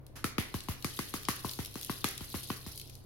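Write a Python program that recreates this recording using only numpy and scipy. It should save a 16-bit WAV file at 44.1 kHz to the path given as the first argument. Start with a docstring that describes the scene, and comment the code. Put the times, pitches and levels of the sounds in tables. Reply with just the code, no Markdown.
"""A low appliance hum and room air come first, then a tick, a soft puff and a run of taps, a little to the left.
Toasted sesame seeds are tapped out of their container onto wet seaweed in a glass bowl, in a small live room.
Each tap adds noise bursts (crack, snap), damped modes (knock) and a falling sweep (thump); the seeds inside rattle.
The falling seeds are random clicks and short rings that patter and tick in the bowl and thin out at the end.
A decaying noise tail makes the room; width and treble vary with frequency, and nothing sounds above 16.2 kHz."""
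import sys
import numpy as np
from scipy import signal
from scipy.fft import rfft, irfft, next_fast_len
from scipy.io import wavfile
from scipy.ndimage import map_coordinates

SR = 44100
rng = np.random.default_rng(int(sys.argv[2]) if len(sys.argv) > 2 else 0)


def master_out(mix):
    """Clip the mix to full scale and print it as 16-bit PCM to the path in sys.argv[1]."""
    frames = np.transpose(np.atleast_2d(mix))
    ceiling = np.clip(frames, -1, 1)
    pcm = np.round(ceiling * 32767).astype(np.int16)
    wavfile.write(sys.argv[1], SR, pcm)


N = 134505
AGE = np.arange(SR // 4) / SR  # seconds since a sound began
PAIR = np.array([[1], [-1]])  # left, right

# Taps on the container. Each row: time in seconds, thump level in relative dB, thump decay scale in seconds,
# knock pitch in Hz, then knock, crack, snap and seed rattle levels in relative dB.
TAPS = [(0.2424, -26.5, 0.0057, 1310, -36, -36, -35.5, -41),
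        (0.3821, -22.5, 0.0083, 1280, -38.5, -30.5, -40, -39),
        (0.5417, -27, 0.028, 1060, -43.5, -42, -44.5, -44),
        (0.6857, -26.5, 0.17, 1026, -42.5, -41.5, -45, -39.5),
        (0.8453, -27.5, 0.0067, 1182, -40, -37.5, -33.5, -46),
        (0.9905, -29, 0.004, 1140, -41, -36, -36.5, -47.5), (1.1395, -31, 0.0041, 1170, -41, -40, -41, -41),
        (1.2857, -26.5, 0.0052, 1095, -32, -32.5, -32.5, -36.5),
        (1.4463, -29, 0.0075, 1023, -39.5, -60, -52.5, -41.5),
        (1.589, -28, 0.022, 886, -51.5, -42, -48, -43.5),
        (1.7557, -34, 0.0038, 1110, -49, -47, -45.5, -47.5),
        (1.896, -28, 0.0055, 1085, -38.5, -41, -49, -44),
        (2.043, -26.5, 0.0034, 1187, -35.5, -32, -30.5, -39),
        (2.2082, -34.5, 0.039, 1040, -54, -47.5, -60, -46.5),
        (2.342, -28.5, 0.012, 1060, -45, -47, -53, -40.5),
        (2.502, -28, 0.0081, 1087, -38.5, -39.5, -46.5, -44),
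        (2.664, -35, 0.051, 1060, -54, -58, -48, -47.5)]
SWEEP_CYCLES = 1.485  # thump pitch in Hz = SWEEP_CYCLES / age in seconds
SWEEP_LEAD_S, THUMP_RISE_S, THUMP_TRIM_DB = 0.00059, 0.002945, 0.5
THUMP_FADE = 1.12  # nepers at one decay scale
RIGHT_STRETCH = 0.092  # the right side's clock is stretched by this fraction
# Colour of the thump. Each row: frequency in Hz, gain in dB.
THUMP_COLOUR = [(35, -22.5), (75, 0.5), (260, 0.5), (420, -2), (650, -8.5), (1500, 1.5)]
# Modes of the container. Each row: multiple of the knock pitch, relative level in dB, 60 dB decay in seconds.
KNOCK_MODES = [(1, 5.5, 0.0096), (1.25, -12, 0.015), (1.901, -3, 0.0064), (2.9, -9, .011)]
KNOCK_TRIM_DB, KNOCK_RISE_S = 5.5, 0.0012
# Colour of the crack. Each row: frequency in Hz, gain in dB.
CRACK_COLOUR = [(300, -77), (800, 2.5), (1400, -4), (2000, 1), (3400, -3.5), (5000, -9), (7000, -20.5),
                (16000, -18)]
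# Colour of the brighter snap. Each row: frequency in Hz, gain in dB.
SNAP_COLOUR = [(1500, -34), (4000, -4.5), (7000, -7.5), (11000, -6), (16000, -22)]
CRACK_PEAK_S, SNAP_PEAK_S, CLICK_DELAY_S = 0.0009414, 0.0005, 0.00046
CRACK_TRIM_DB, SNAP_TRIM_DB = -0.5, -0.5
TAP_PAN_DB, THUMP_PAN_DB = 6.5, 1.0  # left above right

# Colour of the seeds rattling inside. Each row: frequency in Hz, gain in dB.
RATTLE_COLOUR = [(1000, -4.5), (2500, -5.5), (4500, -6), (7000, -8), (11000, -6.5), (16000, -6)]
RATTLE_PEAK_S, RATTLE_SHARPNESS, RATTLE_TRIM_DB, RATTLE_PER_S = 0.012, 0.63, 1, 3100

# Clumps of seeds landing. Each row: time in seconds, nominal peak of the top in dB,
# level of the 3-6 kHz body in dB.
TICKS = [(0.0654, -41, -58), (0.605, -38, -42.5), (0.8247, -37, -45.5), (1.232, -34, -49),
         (1.2511, -44, -40), (1.4924, -47, -37), (1.512, -29, -44), (1.534, -30.5, -43.5),
         (1.6483, -30, -43.5), (1.6583, -28, -42), (1.7412, -33, -50), (1.812, -29.5, -45),
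         (1.83, -30, -42), (1.8466, -25.5, -43), (2.087, -25, -43.5), (2.1101, -28, -56),
         (2.1781, -29, -40.5), (2.3005, -35, -52), (2.4309, -36, -47), (2.758, -37, -64),
         (2.776, -29, -44.5), (2.7973, -32, -44), (2.8142, -35, -45.5), (2.8973, -39.5, -51.5),
         (2.9524, -37.5, -52)]
TICK_BODY_PEAK_S, TICK_TOP_PEAK_S, TICK_CREST_DB = 0.0011, 0.0007, 11
# Colour of the dull landings. Each row: frequency in Hz, gain in dB.
BODY_COLOUR = [(1200, -33.5), (2300, -11), (3200, -4), (4200, -1), (6000, -7.5), (9000, -9.5), (16000, -42)]
# Colour of the bright landings. Each row: frequency in Hz, gain in dB.
TOP_COLOUR = [(2000, -36.5), (5000, -15.5), (8500, 0), (11500, 0.5), (16000, -2.5)]
# Flow of seeds into the bowl. Each row: time in seconds, patter level in relative dB.
FLOW = [(.2, -91), (.45, -60), (0.559, -51), (.8, -57.5), (.95, -43.5), (1.08, -43), (1.22, -48.5),
        (1.4, -45.5), (1.52, -43), (1.72, -52.5), (1.851, -40.5), (2.0, -46.5), (2.25, -46.5),
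        (2.42, -42.5), (2.58, -49.5), (2.8, -49.5), (2.899, -58), (3.05, -61.5)]
DULL_PER_S, BRIGHT_PER_S, SEED_SCATTER_DB = 750, 1000, 5.5
CLUMP_DB, CLUMPS_PER_S = 2.8, 80  # depth and knot rate of the uneven flow
SEED_CLICK_S, PLINK_S, PLINK_HZ = 0.0004, 0.0013, (2400, 6600)
PATTER_BODY_TRIM_DB, PATTER_TOP_TRIM_DB, BODY_PAN_DB = -8.5, -4.5, 2.6

# Colour of the puff. Each row: frequency in Hz, gain in dB.
PUFF_COLOUR = [(700, 2.5), (1800, 5), (3500, -1), (7000, -2), (11000, -3.5), (16000, -10)]
PUFF_START_S, PUFF_DB, PUFF_RISE_S, PUFF_FADE_S = 0.1547, -42.5, 0.0046, 0.032

# Decay of the room. Each row: frequency in Hz, 60 dB decay in seconds.
ROOM_T60 = [(100, 0.033), (500, 0.57), (3000, 0.47), (10000, 0.25), (16000, 0.088)]
# Colour of the room. Each row: frequency in Hz, gain in dB.
ROOM_COLOUR = [(60, -14), (300, -12), (750, -9), (1500, -2), (2500, -1), (11000, 0), (16000, -2)]
ROOM_DELAY_S, ROOM_RISE_S, TAP_WET_DB, SEED_WET_DB = 0.0006, 0.00043, 1, -6

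# Tones of the appliance hum. Each row: frequency in Hz, middle level in dB.
HUM = [(32.3, -63), (64.6, -60.5), (96.9, -59.5), (129.2, -57)]
# Colour of the room air. Each row: frequency in Hz, relative gain in dB.
AIR_COLOUR = [(20, -8), (60, -10), (125, -3), (190, -14), (300, -10.5), (420, -15), (800, -23.5),
              (6500, -52), (16000, -43)]
AIR_DB = -54

# Stereo width by frequency, narrowest near 11 kHz. Each row: frequency in Hz, side against centre in dB.
WIDTH = [(1200, -1), (3000, 1.5), (8000, 3.5), (11000, -9.5), (14000, 1)]
# Treble response of the microphone. Each row: frequency in Hz, gain in dB.
MICROPHONE = [(6600, -1), (7600, -6.5), (9200, -4.5), (10800, 3), (16000, -5.5)]
TOP_HZ = 16200  # nothing sounds above this
LEVEL_WINDOW_S = 0.005  # reference length for the level of a short sound


def taps():
    """Every tap thumps, knocks and cracks: the direct sound, and the even spread of it that reaches the walls."""
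    low, high, spread = np.zeros((3, 2, N))
    impulse = 1.0 * (AGE == 0)
    plain_crack = blow(colour(impulse, CRACK_COLOUR))
    plain_snap = blow(colour(impulse, SNAP_COLOUR))
    for s, thump_db, decay_s, hz, knock_db, crack_db, snap_db, _ in TAPS:
        thump_gain, knock_gain = amp(thump_db + THUMP_TRIM_DB), amp(knock_db + KNOCK_TRIM_DB)
        crack_gain, snap_gain = amp(crack_db + CRACK_TRIM_DB), amp(snap_db + SNAP_TRIM_DB)
        body = knock_gain * knock(hz, min(crack_db - knock_db, 0))
        add(low, s - SWEEP_LEAD_S, thump_gain * thump(decay_s))
        add(high, s, body)
        # both bursts peak at the same moment
        click_s = s + CLICK_DELAY_S
        add(high, click_s - CRACK_PEAK_S, crack_gain * burst(CRACK_PEAK_S, CRACK_COLOUR, apart=1.0))
        add(high, click_s - SNAP_PEAK_S, snap_gain * burst(SNAP_PEAK_S, SNAP_COLOUR, apart=0.26))
        add(spread, s, 0.5 * body + crack_gain * plain_crack + snap_gain * plain_snap)
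    direct = low * amp(PAIR * THUMP_PAN_DB / 2) + high * amp(PAIR * TAP_PAN_DB / 2)
    return direct, low + spread


def thump(decay_s):
    """A bending wave: the lows arrive after the highs, so the pitch falls as one over the age."""
    # the stretched right side swells later and fades slower, with the sweep shifted in phase
    age = (AGE + 1 / SR) / np.array([[1], [1 + RIGHT_STRETCH]])
    swell = 1 - np.exp(-(age / THUMP_RISE_S) ** 15.0)
    fade = np.exp(-THUMP_FADE * (age / decay_s) ** 0.73)
    sweep = np.cos(2 * np.pi * SWEEP_CYCLES * np.log(age / THUMP_RISE_S))
    return blow(colour(swell * fade * sweep, THUMP_COLOUR))


def knock(hz, hard_db):
    """The container's damped modes; a harder tap brings out the upper ones, in a new balance each time."""
    modes = np.zeros(len(AGE))
    for ratio, db, t60 in KNOCK_MODES:
        balance_db = (ratio > 1) * (hard_db + rng.normal(0, 4.5))
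        modes += amp(db + balance_db - 60 * AGE / t60) * np.sin(2 * np.pi * hz * ratio * AGE)
    return blow(modes * (1 - np.exp(-AGE / KNOCK_RISE_S)))


def burst(peak_s, spectrum, apart):
    """A spray of tiny contacts that swells and dies fast; apart sets how much the two sides differ."""
    u = AGE[:SR // 32] / peak_s
    centre, side = rng.standard_normal((2, len(u)))
    noise = centre + apart * PAIR * side
    return blow(colour(noise * u * np.exp(-u), spectrum))


def rattle():
    """The seeds jump in the container at each tap and fall back."""
    level, u = np.zeros(N), AGE / RATTLE_PEAK_S
    jump = (u * np.exp(1 - u)) ** RATTLE_SHARPNESS
    for s, *_, rattle_db in TAPS:
        add(level, s, amp(rattle_db + RATTLE_TRIM_DB) * jump)
    return level * grains(RATTLE_PER_S, SEED_SCATTER_DB, clicks(SEED_CLICK_S), RATTLE_COLOUR, apart=1.0)


def landing():
    """An uneven patter of dull and bright seed impacts in the bowl, with clumps that tick out of it."""
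    flow_db = np.interp(np.arange(N) / SR, *np.transpose(FLOW)) + CLUMP_DB * wobble(CLUMPS_PER_S)
    dull = grains(DULL_PER_S, SEED_SCATTER_DB, plinks(PLINK_S), BODY_COLOUR, apart=1.0)
    bright = grains(BRIGHT_PER_S, SEED_SCATTER_DB, clicks(SEED_CLICK_S), TOP_COLOUR, apart=1.0)
    body = amp(flow_db + PATTER_BODY_TRIM_DB) * dull
    top = amp(flow_db + PATTER_TOP_TRIM_DB) * bright
    for s, top_db, body_db in TICKS:
        add(body, s, amp(body_db) * burst(TICK_BODY_PEAK_S, BODY_COLOUR, apart=0.63))
        add(top, s, amp(top_db - TICK_CREST_DB) * burst(TICK_TOP_PEAK_S, TOP_COLOUR, apart=0.29))
    return top + body * amp(PAIR * BODY_PAN_DB / 2)


def puff():
    """A short soft puff of noise with a sharp start: dense small clicks that swell fast and fade."""
    level = np.zeros(N)
    add(level, PUFF_START_S, (1 - np.exp(-AGE / PUFF_RISE_S)) * np.exp(-AGE / PUFF_FADE_S))
    return amp(PUFF_DB) * level * grains(9800, 2.2, clicks(SEED_CLICK_S), PUFF_COLOUR, apart=1.0)


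def grains(per_s, scatter_db, shapes, spectrum, apart):
    """Single small impacts drawn from a stock, each with its own time, size and place, rms 1."""
    chance, pick = rng.random((2, N))
    size, place = rng.standard_normal((2, N))
    at = np.flatnonzero(chance < per_s / SR)
    impacts = shapes[(pick[at] * len(shapes)).astype(int)]
    gain = amp(scatter_db * np.minimum(np.abs(size[at]), 2))
    side_gains = gain * (1 + apart * PAIR * np.tanh(place[at]))
    where = (at[:, None] + np.arange(shapes.shape[1])).ravel()
    # sum overlapping impacts sample by sample
    sides = [np.bincount(where, (impacts * g[:, None]).ravel(), N)[:N] for g in side_gains]
    return unit(colour(np.array(sides), spectrum))


def clicks(decay_s):
    """A stock of dry clicks, each a decaying noise burst, no two alike."""
    t = AGE[:SR // 256]
    return rng.standard_normal((SR // 32, len(t))) * np.exp(-t / decay_s)


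def plinks(decay_s):
    """A stock of seed impacts on the wet leaves, each ringing briefly at its own pitch."""
    t = AGE[:SR // 128]
    hz = rng.uniform(*PLINK_HZ, (SR // 32, 1))
    return np.sin(2 * np.pi * hz * t) * np.exp(-t / decay_s)


def room(x):
    """The room's answer: noise dying at its own rate in each band, with a new tail for each short stretch."""
    out, step = np.zeros((2, N)), SR // 6
    for i in range(0, N, step):
        hz, t, z = signal.stft(rng.standard_normal((2, SR // 2)), SR, nperseg=256)
        decay = amp(-60 * t / along(ROOM_T60, hz)[:, None])
        tail = signal.istft(z * decay, SR, nperseg=256)[1]
        late = np.maximum(np.arange(tail.shape[1]) / SR - ROOM_DELAY_S, 0)
        tail *= 1 - np.exp(-late / ROOM_RISE_S)
        add(out, i / SR, signal.fftconvolve(x[:, i:i + step], tail / np.linalg.norm(tail[0]), axes=1))
    return colour(out, ROOM_COLOUR)


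def background():
    """A low appliance hum of sines that waver in level and phase, and the air of the room as coloured noise."""
    t = np.arange(N) / SR
    hum = np.zeros(N)
    for hz, db in HUM:
        level = amp(db + 1.65 * wobble(5.89)) * np.sqrt(2)  # rms to peak
        hum += level * np.sin(2 * np.pi * hz * t + 1.7 * wobble(4.49))
    mid, side = colour(rng.standard_normal((2, N)), AIR_COLOUR)
    return hum + amp(AIR_DB) * unit(mid + 0.88 * PAIR * side)


def amp(db):
    """Decibels to gain."""
    return 10 ** (np.asarray(db) / 20)


def unit(x):
    """Scale to rms 1."""
    return x / np.sqrt(np.mean(x ** 2) + 1e-20)


def blow(x):
    """Scale a short sound to the energy of rms 1 over the level window."""
    energy = np.mean(np.sum(x ** 2, axis=-1))
    return x * np.sqrt(LEVEL_WINDOW_S * SR / (energy + 1e-20))


def along(points, hz):
    """Read (Hz, value) points on a log frequency axis."""
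    f, v = np.transpose(points)
    return np.interp(np.log(hz + 1), np.log(f + 1), v)


def wobble(rate):
    """A smooth random curve, rate knots a second."""
    knots = rng.standard_normal(int(N * rate / SR) + 4)
    return map_coordinates(knots, [np.arange(N) * rate / SR])


def add(track, s, x):
    """Mix x into the track from time s in seconds."""
    i = max(round(s * SR), 0)
    part = track[..., i:i + x.shape[-1]]
    part += x[..., :part.shape[-1]]


def colour(x, points):
    """Causal minimum-phase filter with the given (Hz, dB) shape."""
    n = x.shape[-1]
    m = 2 * next_fast_len(n // 2 + 1024)
    # fold the cepstrum onto positive time
    cepstrum = irfft(np.log(amp(along(points, np.fft.rfftfreq(m, 1 / SR)))), m)
    cepstrum[1:m // 2] *= 2
    cepstrum[m // 2 + 1:] = 0
    return irfft(rfft(x, m) * np.exp(rfft(cepstrum)), m)[..., :n]


def scene():
    """Container and bowl in the small room, with taps and dull patter a little left, over the background."""
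    container, spread = taps()
    soft = landing() + rattle() + puff()
    reverb = room(amp(TAP_WET_DB) * spread + amp(SEED_WET_DB) * soft)
    return container + soft + reverb + background()


def record(dry):
    """Stereo width varies with frequency, the microphone shapes the treble, and the top is cut off at TOP_HZ."""
    centre = dry.mean(axis=0)
    side = colour((dry[0] - dry[1]) / 2, WIDTH)
    heard = colour(centre + PAIR * side, MICROPHONE)
    m = next_fast_len(N + SR // 2)
    below_top = np.fft.rfftfreq(m, 1 / SR) < TOP_HZ
    return irfft(rfft(heard, m) * below_top, m)[:, :N]


dry = scene()
out = record(dry)
master_out(out)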